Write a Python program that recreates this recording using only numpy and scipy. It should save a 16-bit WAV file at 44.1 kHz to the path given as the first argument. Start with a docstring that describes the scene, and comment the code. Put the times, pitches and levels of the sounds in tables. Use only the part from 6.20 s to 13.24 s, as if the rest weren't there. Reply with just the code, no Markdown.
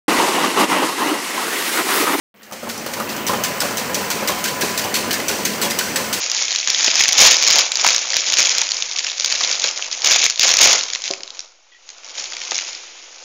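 """Stiff plastic film crackles and snaps as it is pulled open, laid on a table and handled in a small furnished
room. Creases buckle as short noise bursts: the big ones snap singly, the small ones make a dense crackle. Slack
film crackles and flaps lower down, slips give a faint rough squeak, and the pack lands on the table and rocks.
The film rustles faintly throughout, a dull room tail follows, and a narrow-band microphone chain samples slowly
and overloads on the loudest snaps."""
import sys
import numpy as np
from scipy import signal
from scipy.fft import rfft, irfft
from scipy.io import wavfile

SR = 44100
rng = np.random.default_rng(int(sys.argv[2]) if len(sys.argv) > 2 else 0)


def store_wav(level_fs):
    """Save 16-bit WAV to argv[1]."""
    pcm = np.round(np.clip(np.atleast_2d(level_fs), -1, 1) * 32767)
    wavfile.write(sys.argv[1], SR, pcm.T.astype(np.int16))


def how_loud(loudness_db):
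    """Turn decibels into a plain amplitude multiplier (0 dB gives 1, 20 dB gives 10)."""
    steps = np.asarray(loudness_db, float) / 20
    return 10 ** steps


N = 310464


def in_time(rows):
    """Draws straight lines between the rows and returns each column at every sample."""
    time_s, *columns = np.transpose(rows)
    return [np.interp(np.arange(N) / SR, time_s, column) for column in columns]


def rms_one(x):
    """Scales a signal to unit power."""
    return x / np.sqrt(np.mean(x ** 2) + 1e-20)


def coloured(x, spectrum):
    """Filters with a short minimum-phase response that follows (frequency, gain) points."""
    hz, db = np.transpose(spectrum)
    grid = np.linspace(1, SR / 2, 1025)
    gain = how_loud(np.interp(np.log(grid), np.log(hz), db))
    # folding the cepstrum onto positive times makes the filter minimum-phase
    cepstrum = irfft(np.log(gain))
    cepstrum[1:1024] *= 2
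    cepstrum[1025:] = 0
    response = irfft(np.exp(rfft(cepstrum)))
    return signal.fftconvolve(x, response)[:len(x)]


def resonance(x, hz, width_hz):
    """Passes a band through a two-pole resonance with a gain of about 1 on top."""
    r = np.exp(-np.pi * width_hz / SR)
    top = [(1 - r * r) / 2, 0, (r * r - 1) / 2]
    bottom = [1, -2 * r * np.cos(2 * np.pi * hz / SR), r * r]
    return signal.lfilter(top, bottom, x)


def low_pass(x, order, hz):
    """Removes what lies above a frequency with a Butterworth filter."""
    return signal.sosfilt(signal.butter(order, hz, fs=SR, output="sos"), x)


def drift(rate_hz):
    """Smooths noise into a slow random wander of unit power."""
    r = np.exp(-2 * np.pi * rate_hz / SR)
    wander = signal.lfilter([1], [1, -2 * r, r * r], rng.standard_normal(N + SR))
    return rms_one(wander[SR:])   # the first second lets the filter settle


# How the hands hold the film between pulls:
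# (time [s], steady crackle level [dB], slack film level relative to the whole crackle [dB])
GRIP_CURVE = [(0, -24, -18), (0.45, -26, -20), (0.7, -21, -19), (1.1, -21, -16), (1.3, -21, -17),
              (1.5, -31, -14.5), (2.3, -26, -17.5), (2.55, -30, -15), (2.75, -32, -18), (2.96, -38, -18),
              (3.1, -31, -17.5), (3.5, -34, -14), (3.7, -38, -15), (4.16, -40, -20), (4.55, -34, -12.5),
              (4.78, -36, -18), (5.0, -44, -14), (5.2, -48, -18), (5.42, -66, -19), (5.62, -66, -18),
              (5.9, -41, -17), (6.5, -34, -17), (6.6, -48, -17), (7.04, -41, -17)]
# Pulls and squeezes that swell the crackle:
# (time of the top [s], top level [dB], time to gain the last 10 dB [s], time to lose the first 10 dB [s])
PULL_EVENTS = [(.054, -20, .05, .025), (.15, -21, .06, .08), (.225, -21, .08, .04), (.321, -23, .06, .15),
               (.482, -16, .012, .16), (.643, -15, .05, .08), (.81, -14, .1, .06), (1.003, -3, .01, .09),
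               (1.065, -3.5, .08, .018), (1.125, -11, .06, .07), (1.31, -15, .12, .06),
               (1.39, -9.5, .1, .045), (1.658, -14, .1, .16), (1.96, -19, .06, .1), (2.091, -20, .04, .1),
               (2.197, -8, .02, .015), (2.24, -20, .08, .1), (2.387, -18, .3, .08), (2.53, -25, .08, .2),
               (2.778, -25, .08, .08), (2.88, -23, .1, .045), (3.04, -26, .06, .05), (3.129, -19, .12, .08),
               (3.215, -18, .025, .12), (3.312, -19, .06, .06), (3.446, -18, .07, .09),
               (3.632, -24, .08, .055), (3.738, -21, .02, .035), (3.865, -11, .02, .06),
               (3.91, -10, .05, .09), (4.051, -14, .08, .025), (4.25, -8, .03, .04), (4.3, -12, .05, .06),
               (4.41, -5.5, .025, .08), (4.47, -7.5, .05, .07), (4.55, -15, .07, .07),
               (4.745, -30, .1, .04), (4.851, -24, .02, .07), (5.17, -37, .05, .07),
               (5.705, -46, .045, .12), (5.851, -38, .02, .2), (5.994, -25, .03, .09), (6.36, -26, .2, .15)]


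def handling():
    """Adds the power of the grip and of every pull, each swelling and dying at its own pace, in dB."""
    t = np.arange(N) / SR
    power = how_loud(in_time(GRIP_CURVE)[0]) ** 2
    for top_s, top_db, rise_s, fall_s in PULL_EVENTS:
        tens_below = np.where(t < top_s, (top_s - t) / rise_s, (t - top_s) / fall_s)
        power = power + how_loud(top_db - 10 * tens_below) ** 2
    return 10 * np.log10(power)


def buckle(t60_s, size=700):
    """One crease lets go: a burst of noise that rises at once and dies away (size in samples)."""
    age = np.arange(size) / SR
    rise = 1 - np.exp(-age / 0.00042)
    return rng.standard_normal(size) * how_loud(-60 * age / t60_s) * rise


def crackle(per_s, spectrum, facets_hz, t60_s, spread_db, clump_db, smooth_db, count=40):
    """Small creases come in clumps, each on a facet of its own pitch, over the blur of countless tiny ones."""
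    born = rng.random(N) < per_s * how_loud(clump_db * drift(25.0)) / SR
    sizes = born * how_loud(spread_db * np.minimum(rng.exponential(1, N), 3.0))
    facet_of = rng.integers(0, count, N)
    grains = 0
    for k, hz in enumerate(np.geomspace(*facets_hz, count)):
        burst = buckle(t60_s)
        grain = burst + 1.2 * resonance(burst, hz, hz / 1.4)
        grains = grains + signal.oaconvolve(sizes * (facet_of == k), grain)[:N]
    blur = rng.standard_normal(N) * how_loud(smooth_db + clump_db / 2 * drift(40.0))
    return rms_one(coloured(rms_one(grains) + blur, spectrum))


CREASES_PER_S = 700   # before clumping
# Colour of the taut film's crackle: (frequency [Hz], filter gain [dB])
TAUT_COLOUR = [(710, -20), (1200, -22.5), (1670, -6.5), (2340, -1.5), (2910, -3.5), (4070, -4), (6900, 3),
               (8970, -32.5), (15200, -120)]


def taut_crackle(taut_db):
    """Tight film buckles in many short, bright creases that follow the handling."""
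    texture = crackle(CREASES_PER_S, TAUT_COLOUR, (2000, 7000), t60_s=0.0096,
                      spread_db=4.0, clump_db=2.5, smooth_db=-4.5)
    return how_loud(taut_db) * texture


# Colour of the slack film's crackle: (frequency [Hz], filter gain [dB])
SLACK_COLOUR = [(120, -54.5), (200, -19.5), (280, -13), (449, -6), (501, -2.5), (1500, -3), (1950, -34),
                (3300, -120)]


def slack_crackle(taut_db):
    """Loose film buckles more rarely and lower, and fades less than the taut film in quiet handling."""
    texture = crackle(CREASES_PER_S / 4, SLACK_COLOUR, (400, 1400), t60_s=0.016,
                      spread_db=3.0, clump_db=2.0, smooth_db=4.0)
    # below -25 dB the slack film keeps half of every dB that the handling loses
    kept_db = 0.5 * np.maximum(-25 - taut_db, 0)
    return how_loud(taut_db) * how_loud(in_time(GRIP_CURVE)[1] + kept_db) * texture


def bursts(events, t60_s, sharpness, broad_db, broad_hz):
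    """Each burst rings around the pitch of its facet, on a wide crack."""
    out = np.zeros(N + SR)
    for time_s, peak_db, hz in events:
        burst = buckle(t60_s, size=1400)
        crack = resonance(resonance(burst, broad_hz, 2 * broad_hz), broad_hz, 2 * broad_hz)
        ring = resonance(burst, hz, hz / sharpness)
        sound = low_pass(ring + how_loud(broad_db) * crack, 8, 7200)
        i = round(time_s * SR)
        out[i:i + len(sound)] += how_loud(peak_db) * sound / abs(sound).max()
    return out[:N]


def middling(taut_db, count=60):
    """Draws creases between big and small: any moment, any facet, as strong as the handling allows."""
    when, facet, size = rng.random((count, 3)).T
    # peaks lie 13 dB over the handling level, give or take 4 dB
    peak_db = taut_db[(when * N).astype(int)] + 13 + 4 * (2 * size - 1)
    return zip(when * N / SR, np.minimum(peak_db, -4), 2000 + 4900 * facet)


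# Big creases: (time [s], peak level [dB], centre frequency [Hz])
BIG_CREASES = [(.098, -5, 5860), (.1152, 0, 5810), (.1656, -5, 6550), (.2811, -7, 3320), (.3173, -4, 5640),
               (.3255, -4, 6800), (.3487, -4, 2670), (.3589, 0, 5730), (.3996, -6, 6630), (.4288, -7, 3060),
               (.4734, 2, 2450), (.5006, 3, 5430), (.5455, -2, 3270), (.6074, -4, 3140), (.644, 1, 5600),
               (.6795, 0, 2800), (.7545, 2, 4740), (.7969, 2, 5000), (.8064, 3, 2410), (.8366, 3, 6760),
               (.8556, -2, 2540), (.8807, 3, 6370), (.888, 3, 4570), (.9229, 0, 6030), (.9284, 4, 5900),
               (.9807, 4, 5240), (1.1119, 4, 6090), (1.1671, 0, 5900), (1.2242, 2, 2200), (1.2312, 1, 3960),
               (1.2821, 2, 6420), (1.3015, 3, 4690), (1.3083, 4, 3400), (1.3563, 4, 5440),
               (1.3896, 4, 2500), (1.5176, 3, 6800), (1.5547, 1, 5860), (1.5702, -2, 6590),
               (1.6458, 2, 1420), (1.665, 4, 6070), (1.6869, 1, 2890), (1.7044, 2, 6720), (1.7468, 1, 2150),
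               (1.762, 1, 6500), (1.78, 1, 6850), (1.9024, -6, 6760), (1.9214, -6, 6630),
               (1.9329, -5, 2070), (1.9408, -4, 5730), (1.9665, 4, 5170), (2.1219, -1, 6850),
               (2.1376, 3, 6030), (2.1691, 2, 6590), (2.2541, 2, 3530), (2.2696, -1, 5940),
               (2.293, 1, 6800), (2.3818, 2, 6800), (2.4148, 0, 6330), (2.4893, -7, 6720),
               (2.5078, -4, 6630), (2.5175, 0, 6760), (2.5674, -7, 5810), (2.6225, -1, 4220),
               (2.7123, -7, 4090), (2.7627, -8, 4130), (2.7912, -5, 5640), (2.8453, -5, 2410),
               (2.8667, -7, 2970), (2.8984, -7, 3880), (2.9161, -9, 4220), (2.9805, -9, 5000),
               (2.9974, -2, 3660), (3.0072, -5, 5730), (3.0448, 0, 4390), (3.0585, -4, 6240),
               (3.1234, -1, 3100), (3.1551, -5, 3880), (3.2112, -4, 2670), (3.2369, -5, 3750),
               (3.2466, -4, 4650), (3.313, -5, 5560), (3.3262, -4, 5380), (3.3968, -5, 6630),
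               (3.4185, -7, 6160), (3.4402, 0, 4130), (3.4821, -3, 3400), (3.5108, -8, 6890),
               (3.5751, -8, 6200), (3.6233, -5, 3360), (3.7133, -10, 5940), (3.7265, -5, 5040),
               (3.8188, -5, 6030), (3.845, 4, 5040), (3.8585, 3, 4610), (3.9602, 3, 3190),
               (4.0401, 4, 5510), (4.0628, 1, 2330), (4.0982, -2, 6420), (4.1057, -4, 5120),
               (4.158, -9, 5600), (4.176, -9, 4610), (4.1945, 3, 5510), (4.2107, 2, 5900),
               (4.2182, 0, 5120), (4.2304, 4, 4010), (4.2902, 3, 5300), (4.3386, 3, 2410),
               (4.3688, 3, 5730), (4.3883, 4, 4180), (4.5901, -5, 5080), (4.6355, -6, 6160),
               (4.7008, -9, 5380), (4.7332, -5, 6760), (4.7492, -4, 4090), (4.7567, -7, 2450),
               (4.8188, -12, 5560), (4.8388, -8, 3920), (4.8774, -9, 4350), (4.9098, -2, 5380),
               (4.9355, -6, 2670), (5.0054, -20, 2450), (5.0328, -12, 5680), (5.076, -19, 4090),
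               (5.1037, -16, 4350), (5.1917, -11, 5860), (5.2039, -16, 6760), (5.6898, -18, 2240),
               (5.7015, -20, 6160), (5.7816, -28, 4310), (5.834, -24, 2580), (5.8445, -21, 5510),
               (5.894, -20, 6400), (5.9804, -12, 3960), (5.9984, -13, 5770), (6.0552, -15, 3960),
               (6.1213, -13, 1890), (6.1331, -12, 3700), (6.1667, -13, 2330), (6.2154, -12, 2540),
               (6.3092, -7, 6030), (6.3179, -10, 2200), (6.3548, -8, 5510), (6.3798, -5, 6160),
               (6.387, -8, 2800), (6.4094, -11, 5680), (6.5304, -16, 4350), (6.5494, -16, 5940)]


def snaps(taut_db):
    """Big and middling creases let go one by one as short, bright snaps."""
    events = [*BIG_CREASES, *middling(taut_db)]
    return bursts(events, t60_s=0.0074, sharpness=3.2, broad_db=-1.5, broad_hz=3770)


# Flaps of the slack film: (time [s], peak level [dB], centre frequency [Hz])
FLAP_EVENTS = [(0.645, -11.5, 954), (0.677, -8.5, 630), (0.733, -20, 720), (0.887, -16, 969),
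               (0.984, -12, 990), (1.222, -23, 1240), (1.304, -17, 961), (1.362, -10, 980),
               (1.645, -2.5, 912), (1.664, -1, 1250), (1.964, -18.5, 665), (2.184, -18, 891),
               (2.419, -13.5, 1070), (3.208, -15, 1100), (3.443, -14.5, 622), (3.592, -19, 980),
               (3.845, -20, 1040), (3.958, -13, 760), (4.232, -24, 1120), (4.386, -17, 762),
               (4.44, -18, 1030), (6.317, -14.5, 694)]


def flaps():
    """Slack film flaps in longer, lower bursts."""
    return bursts(FLAP_EVENTS, t60_s=0.025, sharpness=1.7, broad_db=-7, broad_hz=1000)


# Pitches that every slip of the squeak rings: (frequency [Hz], relative level [dB])
SLIP_RINGS = [(1960, 0), (2520, -9), (3290, 1)]


def squeak(count=4):
    """A few uneven slips ring the same sharp pitches, a faint rough squeak."""
    start_s, gap_s, peak_db = 5.515, 0.014, -46   # the gap and the peak vary by chance
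    slips = []
    for k in range(count):
        slip_s = start_s + gap_s * k
        for db, hz in [(db, hz) for hz, db in SLIP_RINGS]:
            time_s = slip_s + gap_s * rng.uniform(-.3, .3)
            slips.append((time_s, peak_db + db + rng.normal(0, 2.5), hz))
    return bursts(slips, t60_s=0.046, sharpness=40.0, broad_db=-38, broad_hz=2500)


# The pack lands on the table and rocks: (time [s], level [dB])
TABLE_BLOWS = [(4.905, -23.5), (4.975, -44), (5.0, -42), (5.04, -45)]
# Modes of the table: (frequency [Hz], relative level [dB], time to fall by 60 dB [s])
TABLE_MODES = [(172, -16, .08), (387, 0, .12), (564, -1, .13), (670, 1, 0.065), (744, -14, 0.22),
               (1060, -9, 0.09)]


def table_knocks():
    """Every blow sets the same table modes ringing as fading sines."""
    out, t = np.zeros(N), np.arange(N) / SR
    for time_s, level_db in TABLE_BLOWS:
        age = np.maximum(t - time_s, 0)   # a sine at age 0 is silent
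        for hz, db, t60_s in TABLE_MODES:
            out += how_loud(level_db + db - 60 * age / t60_s) * np.sin(2 * np.pi * hz * age)
    return out


def room(x):
    """Reflections form a dull, dense tail of fading noise that starts after 4 ms."""
    t60_s, level_db, wall_cut_hz = 0.4, -15, 10000
    age = np.arange(SR // 2) / SR
    tail = rng.standard_normal(len(age)) * how_loud(-60 * age / t60_s) * (age > .004)
    tail = signal.lfilter(*signal.butter(1, wall_cut_hz, fs=SR), tail)
    tail = tail / np.sqrt(np.sum(tail ** 2))
    return how_loud(level_db) * signal.fftconvolve(x, tail)[:N]


# Colour of the rustle: (frequency [Hz], filter gain [dB])
RUSTLE_COLOUR = [(59, -67.5), (100, -32.5), (256, -21.5), (346, -6), (427, -11.5), (1190, -13), (2300, -0.5),
                 (4280, -4), (6900, -1), (8970, -41), (15200, -120)]
# The rustle sinks in the lull and swells again, before the band edges: (time [s], level [dB])
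RUSTLE_CURVE = [(0, -41), (5.2, -58), (5.45, -55.5), (5.9, -45), (6.6, -37.5), (7.04, -46.5)]


def rustle():
    """The film rustles faintly: coloured noise whose level sinks and swells."""
    noise = rms_one(coloured(rng.standard_normal(N), RUSTLE_COLOUR))
    return how_loud(in_time(RUSTLE_CURVE)[0]) * noise


def band_edges(x):
    """The narrow-band chain passes only 193 to 7130 Hz."""
    x = signal.sosfilt(signal.butter(4, 193, "high", fs=SR, output="sos"), x)
    return low_pass(x, 24, 7130)


def mirror_image(x):
    """Slow sampling at 16 kHz leaves a weaker mirror image: f folds to 16 kHz - f."""
    sampling_hz, level_db = 16000, -10.5
    mirror = x * 2 * np.cos(2 * np.pi * sampling_hz * np.arange(N) / SR)
    mirror = low_pass(mirror, 30, 8300)
    return how_loud(level_db) * mirror


def dull_output(x):
    """The output softens the treble and stops near 16 kHz; both filters run forwards and backwards."""
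    x = signal.sosfiltfilt(signal.butter(1, 15070, fs=SR, output="sos"), x)
    return signal.sosfiltfilt(signal.cheby2(16, 35, 16100, fs=SR, output="sos"), x)


def rumble():
    """A faint slow wander of the signal on a small constant offset."""
    return how_loud(-71) * drift(18.0) - .0011


def scene():
    """Film and table, direct and through the room."""
    taut_db = handling()
    near = taut_crackle(taut_db) + slack_crackle(taut_db)
    near += snaps(taut_db) + flaps() + squeak()
    near += table_knocks()
    return (near + room(near))[None]


def top_cut(x):
    """Nothing passes above the cut-off."""
    return signal.sosfilt(signal.butter(12, 16610, fs=SR, output="sos"), x)


def record(dry):
    """Rustle, band edges and the mirror image, then hard overload, a dull output and rumble."""
    x = band_edges(dry[0] + rustle())
    x = np.clip(x + mirror_image(x), -.71, .71)   # hard overload
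    mix = dull_output(x) + rumble()
    return top_cut(mix[None])


dry = scene()
out = record(dry)
store_wav(out)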